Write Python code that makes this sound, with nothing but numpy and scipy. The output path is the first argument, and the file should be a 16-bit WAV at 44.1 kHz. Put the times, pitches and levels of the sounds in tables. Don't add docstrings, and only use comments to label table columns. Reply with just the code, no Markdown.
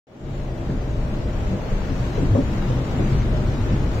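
import sys
import numpy as np
from scipy import signal
from scipy.fft import rfft, irfft
from scipy.io import wavfile
from scipy.ndimage import uniform_filter1d

SR = 44100
rng = np.random.default_rng(int(sys.argv[2]) if len(sys.argv) > 2 else 0)


def transcribe(u):
    v = np.clip(np.atleast_2d(u).T, -1, 1)
    q = np.round(v * 32767).astype(np.int16)
    wavfile.write(sys.argv[1], SR, q)


def elevation(decibels):
    levels = np.asarray(decibels, float)
    return 10 ** (levels / 20)


N = 176400
t = np.arange(N) / SR
FREQ = np.maximum(np.arange(N // 2 + 1) * SR / N, 1)

# (frequency [Hz], density [dB per Hz])
SPRAY_COLOUR = [(400, -15), (800, -0.5), (1450, -5), (2950, -12), (5200, -19), (6900, -20), (9400, -36.5),
                (15500, -35.5)]
# (multiple of firing rate [1], level [dB])
ENGINE_ORDERS = [(1, -40.5), (2, -36), (4, -35.5)]
# (time [s], level [dB], length [s], top frequency [Hz])
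THUDS = [
    (0.69, -24, .08, 420),
    (1.5, -26, .055, 320),
    (2.178, -30, 0.052, 426),
    (2.985, -25, 0.07, 480),
    (3.699, -28.5, 0.05, 317),
    (2.352, -28, .05, 594),
    (2.2, -27, .16, 330),
]
# (time [s], level [dB], ring [Hz], t60 [s])
KNOCKS = [(2.226, -21, 300, 0.14), (2, -13, 117, .15), (2.297, -12, 102, 0.3), (2.325, -13, 98, .2),
          (1.9, -20, 262, .25), (1.11, -21, 205, .25), (2.349, -16, 250, 0.12), (2.349, -17, 550, 0.16),
          (2.372, -20, 580, .14), (2.398, -21, 420, .1), (2.405, -23, 560, .08), (2.356, -27, 1050, 0.043),
          (2.356, -18, 464, .07), (2.374, -17.5, 264, 0.13), (2.386, -11.5, 277, 0.086),
          (2.7, -22, 500, 0.082), (2.7, -15, 104, .15), (2.1, -13, 117, 0.054), (2.177, -22, 470, .12),
          (2.181, -20, 390, .12), (.694, -20.5, 434, 0.05), (0.69, -14, 181, 0.11),
          (.706, -14.5, 127.7, 0.25), (.745, -14.5, 82, .16), (2.995, -20.5, 513, 0.046),
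          (1.524, -14.5, 195, 0.16), (1.512, -12, 98.5, .14), (1.537, -22, 490, 0.045),
          (1.486, -18, 187, .08), (3.005, -17, 125, 0.22), (2.998, -17, 193, .15), (3.719, -17, 200, 0.12),
          (3.668, -18.5, 360, 0.044)]
# (time [s], level [dB], ring [Hz], t60 [s])
MORE_KNOCKS = [(.578, -29, 560, .04), (.574, -24, 330, .05), (.952, -24, 330, .05), (.978, -24.5, 232, .13),
               (1.165, -19, 278, .06), (1.424, -28, 560, 0.037), (1.432, -16, 128, .11), (1.664, -24, 395, 0.044),
               (1.718, -21, 431, .04), (3.094, -23, 360, 0.055), (3.148, -24.5, 395, .08), (3.189, -27, 555, .04),
               (3.235, -15, 124, .3), (3.122, -15, 90, .12), (3.6, -17, 100, .2), (2.664, -16, 130, .3),
               (3.33, -29.5, 610.5, .4), (3.431, -19.5, 228.5, .15), (3.583, -22, 257, 0.097),
               (3.761, -22.5, 330, .05), (3.841, -28, 513, .04)]
# (frequency [Hz], density [dB per Hz])
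RUMBLE_COLOUR = [(20, -2), (45, -1.5), (90, -5.5), (170, -10.5), (330, -16), (600, -22), (760, -29),
                 (16000, -120)]
# (frequency [Hz], width [Hz], level [dB], surge [dB])
CABIN_MODES = [(27.5, 9, -29.5, 1), (52.7, 7.6, -32.5, 5), (103.3, 14.5, -36, 2.5), (132.2, 22, -35, 2.5),
               (193, 21.4, -38, 3), (254.1, 17, -40.5, 2.2), (337.5, 26.5, -42, 2), (439, 47, -48.5, 2.5),
               (605.3, 32, -47, 2)]
# (time [s], hiss level under settling gain [dB], bass over hiss [dB], boom over hiss [dB])
DRIVE = [(0.27, -56.5, 23, 22), (0.39, -54, 22.5, 18), (1.55, -49, 26, 18), (1.57, -49, 16.5, 6),
         (1.73, -48.5, 24.5, 24), (1.8, -49.5, 22.5, -6), (1.93, -48.5, 26, 26.5), (2.13, -48, 20.5, 13),
         (2.18, -47, 25.5, 21.5), (2.53, -47.5, 22, 10.5), (2.54, -47, 18.5, 17), (3.34, -47, 26.5, 24),
         (3.44, -47, 23.5, 16), (3.54, -47, 20, 26), (3.69, -47.5, 25, 7), (3.73, -47, 23, 21.5),
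         (3.91, -47.5, 20.5, 16), (4.0, -47, 18, 24.5)]
# (frequency [Hz], left minus right [dB])
BALANCE = [(40, 1.5), (250, 0.7), (700, 3.5), (1400, 4), (2800, 4), (5500, 0.5), (7000, 1.5), (9500, -5.5)]
# (frequency [Hz], likeness [0-1])
ALIKE = [(30, 0.98), (80, .99), (140, 0.86), (300, 0.97), (600, 0.73), (900, 0.2), (1400, 0), (15000, 0.02)]
# (frequency [Hz], depth share [1])
PATCHINESS = [(1500, 0.03), (3000, 0.27), (4500, 1.05), (5400, 1.3), (6200, 1.3), (8500, 1.3),
              (11000, 1.06), (15000, 0.7)]
# (time [s], gain [dB])
OPENING_GAIN = [(.068, -23), (.09, -20.5), (.125, -17), (.17, -14), (.23, -11)]

DRIVE_S, DRIVE_HISS_DB, DRIVE_BASS_DB, DRIVE_BOOM_DB = np.array(DRIVE, float).T
HISS_FULL_DB = -48
FIRING_HZ = 26.24


def table(rows, hz):
    rows = np.array(rows, float)
    return np.interp(np.log(hz), np.log(rows[:, 0]), rows[:, 1])


def level(x, db):
    return x * elevation(db) / np.sqrt(np.mean(x ** 2) + 1e-20)


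def ring(x, hz, width_hz):
    return signal.lfilter(*signal.iirpeak(hz, hz / width_hz, fs=SR), x)


def walk(rate_hz):
    hold = int(SR / rate_hz)
    steps = np.repeat(rng.standard_normal(N // hold + 1), hold)
    w = uniform_filter1d(uniform_filter1d(steps, hold), hold)[:N]
    return (w - w.mean()) / w.std()


def noise():
    return rng.standard_normal(N)


def pair(excite):
    alike = np.clip(table(ALIKE, FREQ), 0, 1)
    mid = rfft(excite()) * np.sqrt(1 + alike)
    side = rfft(excite()) * np.sqrt(1 - alike)
    return np.array([mid + side, mid - side])


def bands(spectra, colour, lo_hz, count, flicker_db, shared_db):
    out = 0
    octave = np.log2(FREQ / lo_hz)
    spectra = spectra * elevation(table(colour, FREQ)) * (FREQ > 12)
    for k in range(count):
        place = np.clip(2 * octave - k, -9 if k else 0, 9 if k < count - 1 else 0)
        share = np.cos(np.pi / 2 * np.clip(place, -1, 1)) ** 2
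        out = out + irfft(spectra * share, N) * elevation(flicker_db * walk(9.02) + shared_db)
    return out


def wet():
    drops_per_s, spread_db, decay_s = 900, 3, 0.002
    drops = (rng.random(N) < drops_per_s / SR) * elevation(spread_db * rng.exponential(size=N))
    smear = signal.lfilter([1], [1, -np.exp(-1 / (decay_s * SR))], drops)
    return noise() + level(smear * noise(), -9)


def spray():
    colour = [(60, -57)] + list(SPRAY_COLOUR)
    hiss = bands(pair(wet), colour, 750, count=9, flicker_db=0.25, shared_db=0.5 * walk(12))
    return level(hiss, -38.5)


def hum():
    hz, width_hz, surge_db, fades_s = 612, 45, 2.5, 1.45
    push = irfft(pair(noise), N) * elevation(surge_db * walk(12))
    tone = ring(ring(push, hz, width_hz), hz, width_hz)
    return level(tone, -43) / (1 + (t / fades_s) ** 6)


def engine():
    boom_order, boom_db = 5, -2
    phase = 2 * np.pi * np.cumsum(FIRING_HZ * (1 + 0.0199 * walk(1.5))) / SR
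    low = 0
    for order, db in ENGINE_ORDERS:
        gain = np.sqrt(2) * elevation(db + 2.9 * walk(5.09))
        low = low + gain * np.sin(order * phase + rng.uniform(0, 2 * np.pi))
    boom_phase = 2 * np.pi * boom_order * np.cumsum(FIRING_HZ * (1 + 0.06 * walk(14))) / SR
    swell_db = np.interp(t, DRIVE_S, DRIVE_BOOM_DB) + HISS_FULL_DB + boom_db + 2.55 * walk(11)
    port_phase = np.array([[0.12], [-0.12]])
    return low + np.sqrt(2) * elevation(swell_db) * np.sin(boom_phase + port_phase)


def wipers():
    attack_s, low_hz = 0.0071, 83
    out = 0
    shake = irfft(pair(noise), N)
    for at, db, length_s, top_hz in THUDS:
        u = np.maximum(t - at, 0)
        env = np.clip(u / attack_s, 0, 1) * np.exp(-(u / length_s) ** 2)
        sos = signal.butter(3, [low_hz, top_hz], "band", fs=SR, output="sos")
        out = out + env * level(signal.sosfilt(sos, shake), db)
    return out


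def knocks():
    out = 0
    for at, db, hz, t60_s in list(KNOCKS) + list(MORE_KNOCKS):
        u = np.maximum(t - at, 0)
        env = elevation(db - 60 * u / t60_s) * (1 - np.exp(-u * hz * 2))
        port_phase = 0.29 * hz / 300 * np.array([[1], [-1]])
        out = out + env * np.sin(2 * np.pi * hz * u + port_phase)
    return out


def road():
    rumble = bands(pair(noise), RUMBLE_COLOUR, 36.0, count=9, flicker_db=1.03, shared_db=0.5 * walk(4.52))
    boom = level(rumble, -24)
    push = irfft(pair(noise), N)
    for hz, width_hz, db, surge_db in CABIN_MODES:
        surging = ring(push * elevation(surge_db * walk(6.03)), hz, 1.47 * width_hz)
        boom = boom + level(ring(surging, hz, 1.49 * width_hz), db)

    rough_hz, rough_mean_db = 107, 24
    tread_hz, early_db, late_db, eases_s = 330, 3.5, -0.4, 1.7
    spectra = rfft(boom)
    bass = irfft(spectra / (1 + (FREQ / rough_hz) ** 4), N)
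    tread = irfft(spectra / (1 + (tread_hz / FREQ) ** 4), N)
    bass_db = np.interp(t, DRIVE_S, DRIVE_BASS_DB) - rough_mean_db
    tread_db = late_db + (early_db - late_db) / (1 + (t / eases_s) ** 4)
    return boom + bass * (elevation(bass_db) - 1) + tread * (elevation(tread_db) - 1)


def scene():
    return spray() + hum() + engine() + wipers() + knocks() + road()


def swap_mid_side(x):
    return np.array([x[0] + x[1], x[0] - x[1]])


def patchy(x):
    patch_hz, patch_s, patch_db, grain_db, hole_power = 110, 0.052, 6.6, 3.6, 1.7
    hz, at, z = signal.stft(x, SR, nperseg=2048)
    row = np.arange(len(hz)) // max(int(patch_hz / hz[1]), 1) % 400
    wide = patch_s / at[1]
    start = rng.random(400)[row, None]
    column = (np.arange(len(at)) / wide + start).astype(int) % 400
    deep = rng.exponential(size=(2, 400, 400))[:, row[:, None], column]
    share = table(PATCHINESS, np.maximum(hz, 1))[:, None]
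    gain = elevation(share * (grain_db * rng.standard_normal(z.shape) - patch_db * deep ** hole_power))
    gain = gain / np.sqrt(np.mean(gain ** 2, axis=(0, 2), keepdims=True))
    z = swap_mid_side(swap_mid_side(z) / 2 * gain)
    return signal.istft(z, SR, nperseg=2048)[1][:, :N]


def top_cut(x):
    return signal.sosfilt(signal.butter(12, 15960, fs=SR, output="sos"), x)


def record(dry):
    opens_s, bass_opens_s, bass_shut_db, bass_hz, top_hz = 0.069, 0.213, -15, 170, 15770
    pad = 2000
    lead = (2 * dry[:, -1:] - dry[:, :-pad - 1:-1]) * np.hanning(2 * pad)[pad:]
    heard = patchy(np.hstack([lead, dry[:, pad:], lead]))
    tilt_db = table(BALANCE, FREQ) / 2
    spectra = rfft(heard) * elevation(np.array([tilt_db, -tilt_db])) * (FREQ < top_hz)

    low = 1 / (1 + (FREQ / bass_hz) ** 4)
    bass_db = bass_shut_db * np.clip((bass_opens_s - t) / 0.01, 0, 1)
    x = irfft(spectra * (1 - low), N) + irfft(spectra * low, N) * elevation(bass_db)

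    opening_s, opening_db = np.array(OPENING_GAIN, float).T
    gain_s = np.append(opening_s, DRIVE_S)
    gain_db = np.append(opening_db, DRIVE_HISS_DB - HISS_FULL_DB)
    mix = x * elevation(np.interp(t, gain_s, gain_db)) * np.clip((t - opens_s) / 0.001, 0, 1)
    return top_cut(mix)


dry = scene()
out = record(dry)
transcribe(out)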